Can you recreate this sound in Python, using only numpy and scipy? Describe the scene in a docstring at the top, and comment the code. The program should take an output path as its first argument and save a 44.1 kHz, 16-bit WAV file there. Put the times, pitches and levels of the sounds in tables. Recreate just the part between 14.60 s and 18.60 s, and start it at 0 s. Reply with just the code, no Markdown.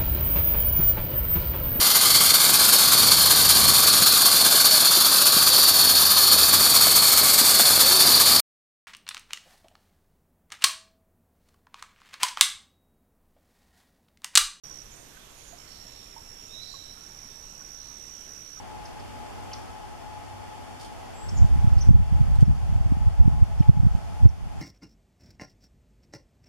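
"""In forest undergrowth, near a cricket that trills with its wings, pauses and starts again,
its pitch climbing as it gathers strength. Among the trees a bird gives one rising whistle,
others chirp far off, and drops plop softly on leaves over a distant wash of foliage and insects.
The forest reaches almost only the right microphone; the left holds hiss and a low rumble."""
import sys
import numpy as np
from scipy import signal
from scipy.fft import rfft, irfft, next_fast_len
from scipy.io import wavfile
from scipy.ndimage import uniform_filter1d, map_coordinates

SR = 44100
rng = np.random.default_rng(int(sys.argv[2]) if len(sys.argv) > 2 else 0)


def unload_wav(signal):
    """Save mono or channel-first audio to the path in sys.argv[1] as 16-bit WAV at rate SR, clipped to [-1, 1]."""
    wavfile.write(
        sys.argv[1],
        SR,
        np.round(np.clip(np.atleast_2d(signal).T, -1, 1) * 32767).astype(np.int16),
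    )


N = 176400


def amp(db):
    """Decibels to gain."""
    return 10 ** (np.asarray(db) / 20)


def wobble(rate):
    """A smooth random curve with `rate` knots a second."""
    knots = rng.standard_normal(int(N * rate / SR) + 4)
    return map_coordinates(knots, [np.arange(N) * rate / SR])


def glide(hz):
    """A sine that follows a pitch curve."""
    return np.sin(2 * np.pi * np.cumsum(hz) / SR)


def filtered(x, response):
    """Shape x with a gain that depends on frequency."""
    size = next_fast_len(N + SR // 2)
    return irfft(rfft(x, size) * response(np.fft.rfftfreq(size, 1 / SR)), size)[..., :N]


def noise(spectrum):
    """Steady noise through the given (Hz, dB per Hz) points."""
    points_hz, db = np.transpose(spectrum)
    white = rng.standard_normal(N) * np.sqrt(SR / 2)
    return filtered(white, lambda hz: amp(np.interp(np.log(hz + 1), np.log(points_hz), db)))


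def add(track, start_s, sound):
    """Mix a sound into the track at start_s."""
    part = track[max(0, round(start_s * SR)):][:len(sound)]
    part += sound[:len(part)]


def trees(x, wet_db, t60):
    """Diffuse echo off leaves and trunks; the total power stays the same."""
    t = np.arange(SR) / SR
    tail = rng.standard_normal(SR) * amp(-60 * t / t60) * (t > .003)
    wet = signal.fftconvolve(x, tail / np.linalg.norm(tail))[:N]
    return (x + amp(wet_db) * wet) / np.hypot(1, amp(wet_db))


# The noise floor. Each row: frequency in Hz, level in dB per Hz.
HISS_SPECTRUM = [(20, -95), (100, -88), (400, -90), (1000, -94), (2000, -97), (4000, -98), (8000, -100.7),
                 (14000, -100.3)]
def hiss():
    """Each microphone channel has a steady hiss of its own."""
    return np.array([noise(HISS_SPECTRUM), noise(HISS_SPECTRUM)])


# The low background. Each row: frequency in Hz, level in dB per Hz.
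RUMBLE_SPECTRUM = [(10, -77), (29, -71.5), (42, -76.5), (70, -80.5), (130, -83), (250, -88.5), (600, -97),
                   (2000, -115)]
def rumble():
    """A deep, steady rumble, the same at both microphones."""
    return noise(RUMBLE_SPECTRUM)


# The forest in the distance. Each row: frequency in Hz, level in dB per Hz.
FOREST_SPECTRUM = [(30, -95), (150, -91), (400, -88), (1100, -89.5), (2000, -90), (3700, -91), (5000, -94),
                   (6000, -86.5), (6700, -88.5), (7600, -92.5), (8600, -99), (10500, -100.5),
                   (14000, -100.5)]
def forest_wash(patchy_db=2.12, swell_db=0.95):
    """Far leaves and insects blend into a wash that shifts in patches of pitch and time."""
    grid = signal.stft(np.zeros(N), nperseg=512)[2].shape
    patches = uniform_filter1d(rng.standard_normal(grid), size=5, axis=0)  # across frequency
    patches = uniform_filter1d(patches, size=18, axis=1)  # across time
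    steady = signal.stft(noise(FOREST_SPECTRUM), nperseg=512)[2]
    wash = signal.istft(steady * amp(patchy_db * patches / patches.std()), nperseg=512)[1][:N]
    return wash * amp(swell_db * wobble(rate=2.71))


def patter(count, softest_db=-56, centre_hz=1480, decay_s=.004):
    """Small drops ring on leaves at random, barely above the wash."""
    out, t = np.zeros(N), np.arange(SR // 25) / SR
    for when, tone, size in rng.random((count, 3)):
        hz = centre_hz * 2 ** (2 * tone - 1)  # up to an octave either way
        ring = np.exp(-t / decay_s) * np.sin(2 * np.pi * hz * t)
        add(out, when * N / SR, amp(softest_db + 10 * size) * ring)
    return out


# Larger drops. Each row: start in seconds, ring pitch in Hz, level in dB, length in seconds.
LEAF_DROPS = [(.104, 1065, -46, 0.017), (0.107, 1540, -46, 0.01), (0.258, 1110, -49, .012),
              (.57, 1553, -43, .016), (0.928, 700, -41, 0.023), (1.563, 918, -36, 0.024),
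              (1.576, 1053, -46, 0.023), (1.957, 660, -49, 0.022), (2.14, 1110, -37.5, 0.017),
              (3.007, 1096, -46, .014), (3.013, 1476, -47.5, 0.018), (3.973, 1304, -44, 0.019)]
def drops(attack_s=0.00049, tick_db=-22, tick_s=.002, rise_per_s=2):
    """Each drop strikes a leaf with a faint tick and a short hollow ring that bends upward."""
    out, t = np.zeros(N), np.arange(SR // 10) / SR
    for start, hz, db, length in LEAF_DROPS:
        envelope = (1 - np.exp(-t / attack_s)) * np.exp(-2 * (t / length) ** 2)
        ring = envelope * np.sin(2 * np.pi * hz * t * (1 + rise_per_s * (t - length) / 2))
        dull_noise = signal.lfilter([.5], [1, -.7], rng.standard_normal(len(t)))
        tick = amp(tick_db) * np.exp(-t / tick_s) * dull_noise
        add(out, start, amp(db) * (ring + tick))
    return out


# Birds far from the microphone. Each row: start and length in seconds, first and last pitch in Hz,
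# level in dB, depth of the pitch flutter in Hz.
FAR_CHIRPS = [(.308, .036, 7300, 6300, -43, 40), (.347, 0.023, 8100, 8950, -46, 60),
              (.365, 0.086, 8900, 8800, -55, 520), (0.591, .045, 3250, 3750, -51, 90),
              (0.738, 0.16, 9300, 9550, -53.5, 190), (0.755, 0.066, 6700, 6430, -49, 332),
              (0.778, .06, 4670, 4420, -53, 380), (0.836, 0.029, 7400, 6700, -45, 200),
              (0.871, 0.058, 6550, 6690, -44, 150), (1.044, 0.2, 4600, 4240, -50, 330),
              (1.248, 0.24, 4030, 3830, -51.5, 400), (1.933, 0.06, 6700, 6400, -50, 250),
              (2.005, 0.12, 4870, 4760, -44.5, 416), (2.07, 0.07, 4340, 4370, -46, 70),
              (2.096, .08, 7090, 7230, -50.5, 130), (2.127, 0.067, 6700, 6500, -51, 450),
              (2.403, .07, 4450, 4530, -57, 49.43), (2.667, 0.11, 3580, 3800, -55, 80),
              (2.802, 0.21, 7600, 7800, -58, 180), (3.158, 0.14, 3990, 4390, -51.5, 330),
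              (3.32, .13, 8300, 8600, -58, 200), (3.742, 0.073, 2620, 2562, -55, 60)]
def bird_chirps():
    """Glides that swell and fade; a fast flutter of pitch turns some into rasps."""
    out, flutter = np.zeros(N), wobble(rate=900)
    for start, length, first_hz, last_hz, db, rasp_hz in FAR_CHIRPS:
        progress = np.linspace(0, 1, int(length * SR))
        rasp = rasp_hz * np.roll(flutter, -round(start * SR))[:len(progress)]
        hz = first_hz + (last_hz - first_hz) * progress + rasp
        swell = np.sqrt(np.abs(np.sin(np.pi * progress)))
        add(out, start, amp(db) * swell * glide(hz))
    return out


# One bird's whistle among the trees. Each row: time in seconds, pitch in Hz, level in dB.
WHISTLE_CONTOUR = [(1.873, 3480, -58), (1.909, 3666, -44), (1.943, 3820, -35), (1.991, 3860, -36.5),
                   (2.026, 4005, -34.5), (2.06, 3960, -45), (2.109, 4047, -41), (2.171, 3923, -41),
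                   (2.24, 3837, -47)]
def bird_whistle(waver=.014):
    """One note that rises and levels off, slightly hoarse from a fast waver of pitch."""
    times, hz, db = np.transpose(WHISTLE_CONTOUR)
    t = np.arange(N) / SR
    pitch = np.interp(t, times, hz) * (1 + waver * wobble(rate=350))
    return amp(np.interp(t, times, db, left=-120, right=-120)) * glide(pitch)


# The swell of one wing stroke. Each row: fraction of the stroke gone by, relative amplitude.
STROKE_ENVELOPE = [(.03, 0), (.15, 0.65), (.33, 0.93), (.5, 0.61), (.63, 0.38), (.8, 0.35), (.97, 0)]
def wing_stroke(top_hz, db, length_s=0.014, slows_from=0.37, end_hz=5220, scatter_db=1.3):
    """A short tone that holds its pitch, then slides down as the cricket's wing slows."""
    progress = np.linspace(0, 1, int(length_s * SR))
    envelope = np.interp(progress, *np.transpose(STROKE_ENVELOPE))
    envelope = uniform_filter1d(envelope, size=44, mode="constant")  # round the corners
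    slowing = np.clip((progress - slows_from) / (1 - slows_from) * 1.11, 0, 1)
    whole_db, tail_db = scatter_db * rng.standard_normal(2)
    gain = 2 * amp(db + whole_db + 2 * tail_db * slowing)
    return gain * envelope * glide(top_hz + (end_hz - top_hz) * slowing)


# The nearby cricket, before and after its pause.
# Each row: time in seconds, wing strokes per second, pitch in Hz, level in dB.
SHORT_TRILL = [(.036, 69, 5850, -39), (.16, 67, 5860, -40), (.228, 62, 5830, -41.5)]
LONG_TRILL = [(.982, 60, 5530, -45), (1.045, 66, 5520, -45.5), (1.06, 70.4, 5500, -50),
              (1.1, 73.94, 5566, -45), (1.6, 73.4, 5580, -45), (1.72, 73.16, 5650, -42),
              (2.35, 71.4, 5707, -42), (2.8, 72.07, 5814, -40.5), (3.3, 71.65, 5880, -40),
              (4.0, 70.26, 5876, -40)]
def cricket(jitter_s=.0003, scatter_hz=20):
    """Two trills, each a fast run of wing strokes, slightly uneven in time and pitch."""
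    out = np.zeros(N)
    for trill in (SHORT_TRILL, LONG_TRILL):
        times, rate, pitch, level = np.transpose(trill)
        t = np.arange(round(times[0] * SR), round(times[-1] * SR)) / SR
        strokes_done = np.floor(np.cumsum(np.interp(t, times, rate)) / SR)
        for start in t[np.diff(strokes_done, prepend=-1) > 0]:
            top_hz = np.interp(start, times, pitch) + rng.normal(0, scatter_hz)
            stroke = wing_stroke(top_hz, db=np.interp(start, times, level))
            add(out, start + rng.normal(0, jitter_s), stroke)
    return out


def scene():
    """Animals, drops and wash lie far to the right, over a rumble common to both sides."""
    insect = trees(cricket(), wet_db=-8.5, t60=0.034)  # close reflections
    insect = trees(insect, wet_db=-9.0, t60=1.3)  # the wider forest
    whistle = trees(bird_whistle(), wet_db=0.5, t60=1.0)
    chirps = trees(bird_chirps(), wet_db=1.5, t60=0.75)
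    dripping = trees(drops() + patter(count=36), wet_db=-9.5, t60=.3)
    events = (insect + whistle + chirps + dripping) * amp([[-43], [0]])  # left, right in dB
    wash = forest_wash() * amp([[-32], [0]])
    return rumble() + wash + events


def record(dry, silent_until_s=.036, top_hz=14250):
    """The sound begins after a brief silence, with hiss added and nothing above the band limit."""
    live = (dry + hiss()) * (np.arange(N) / SR > silent_until_s)
    return filtered(live, lambda hz: hz < top_hz)


dry = scene()
out = record(dry)
unload_wav(out)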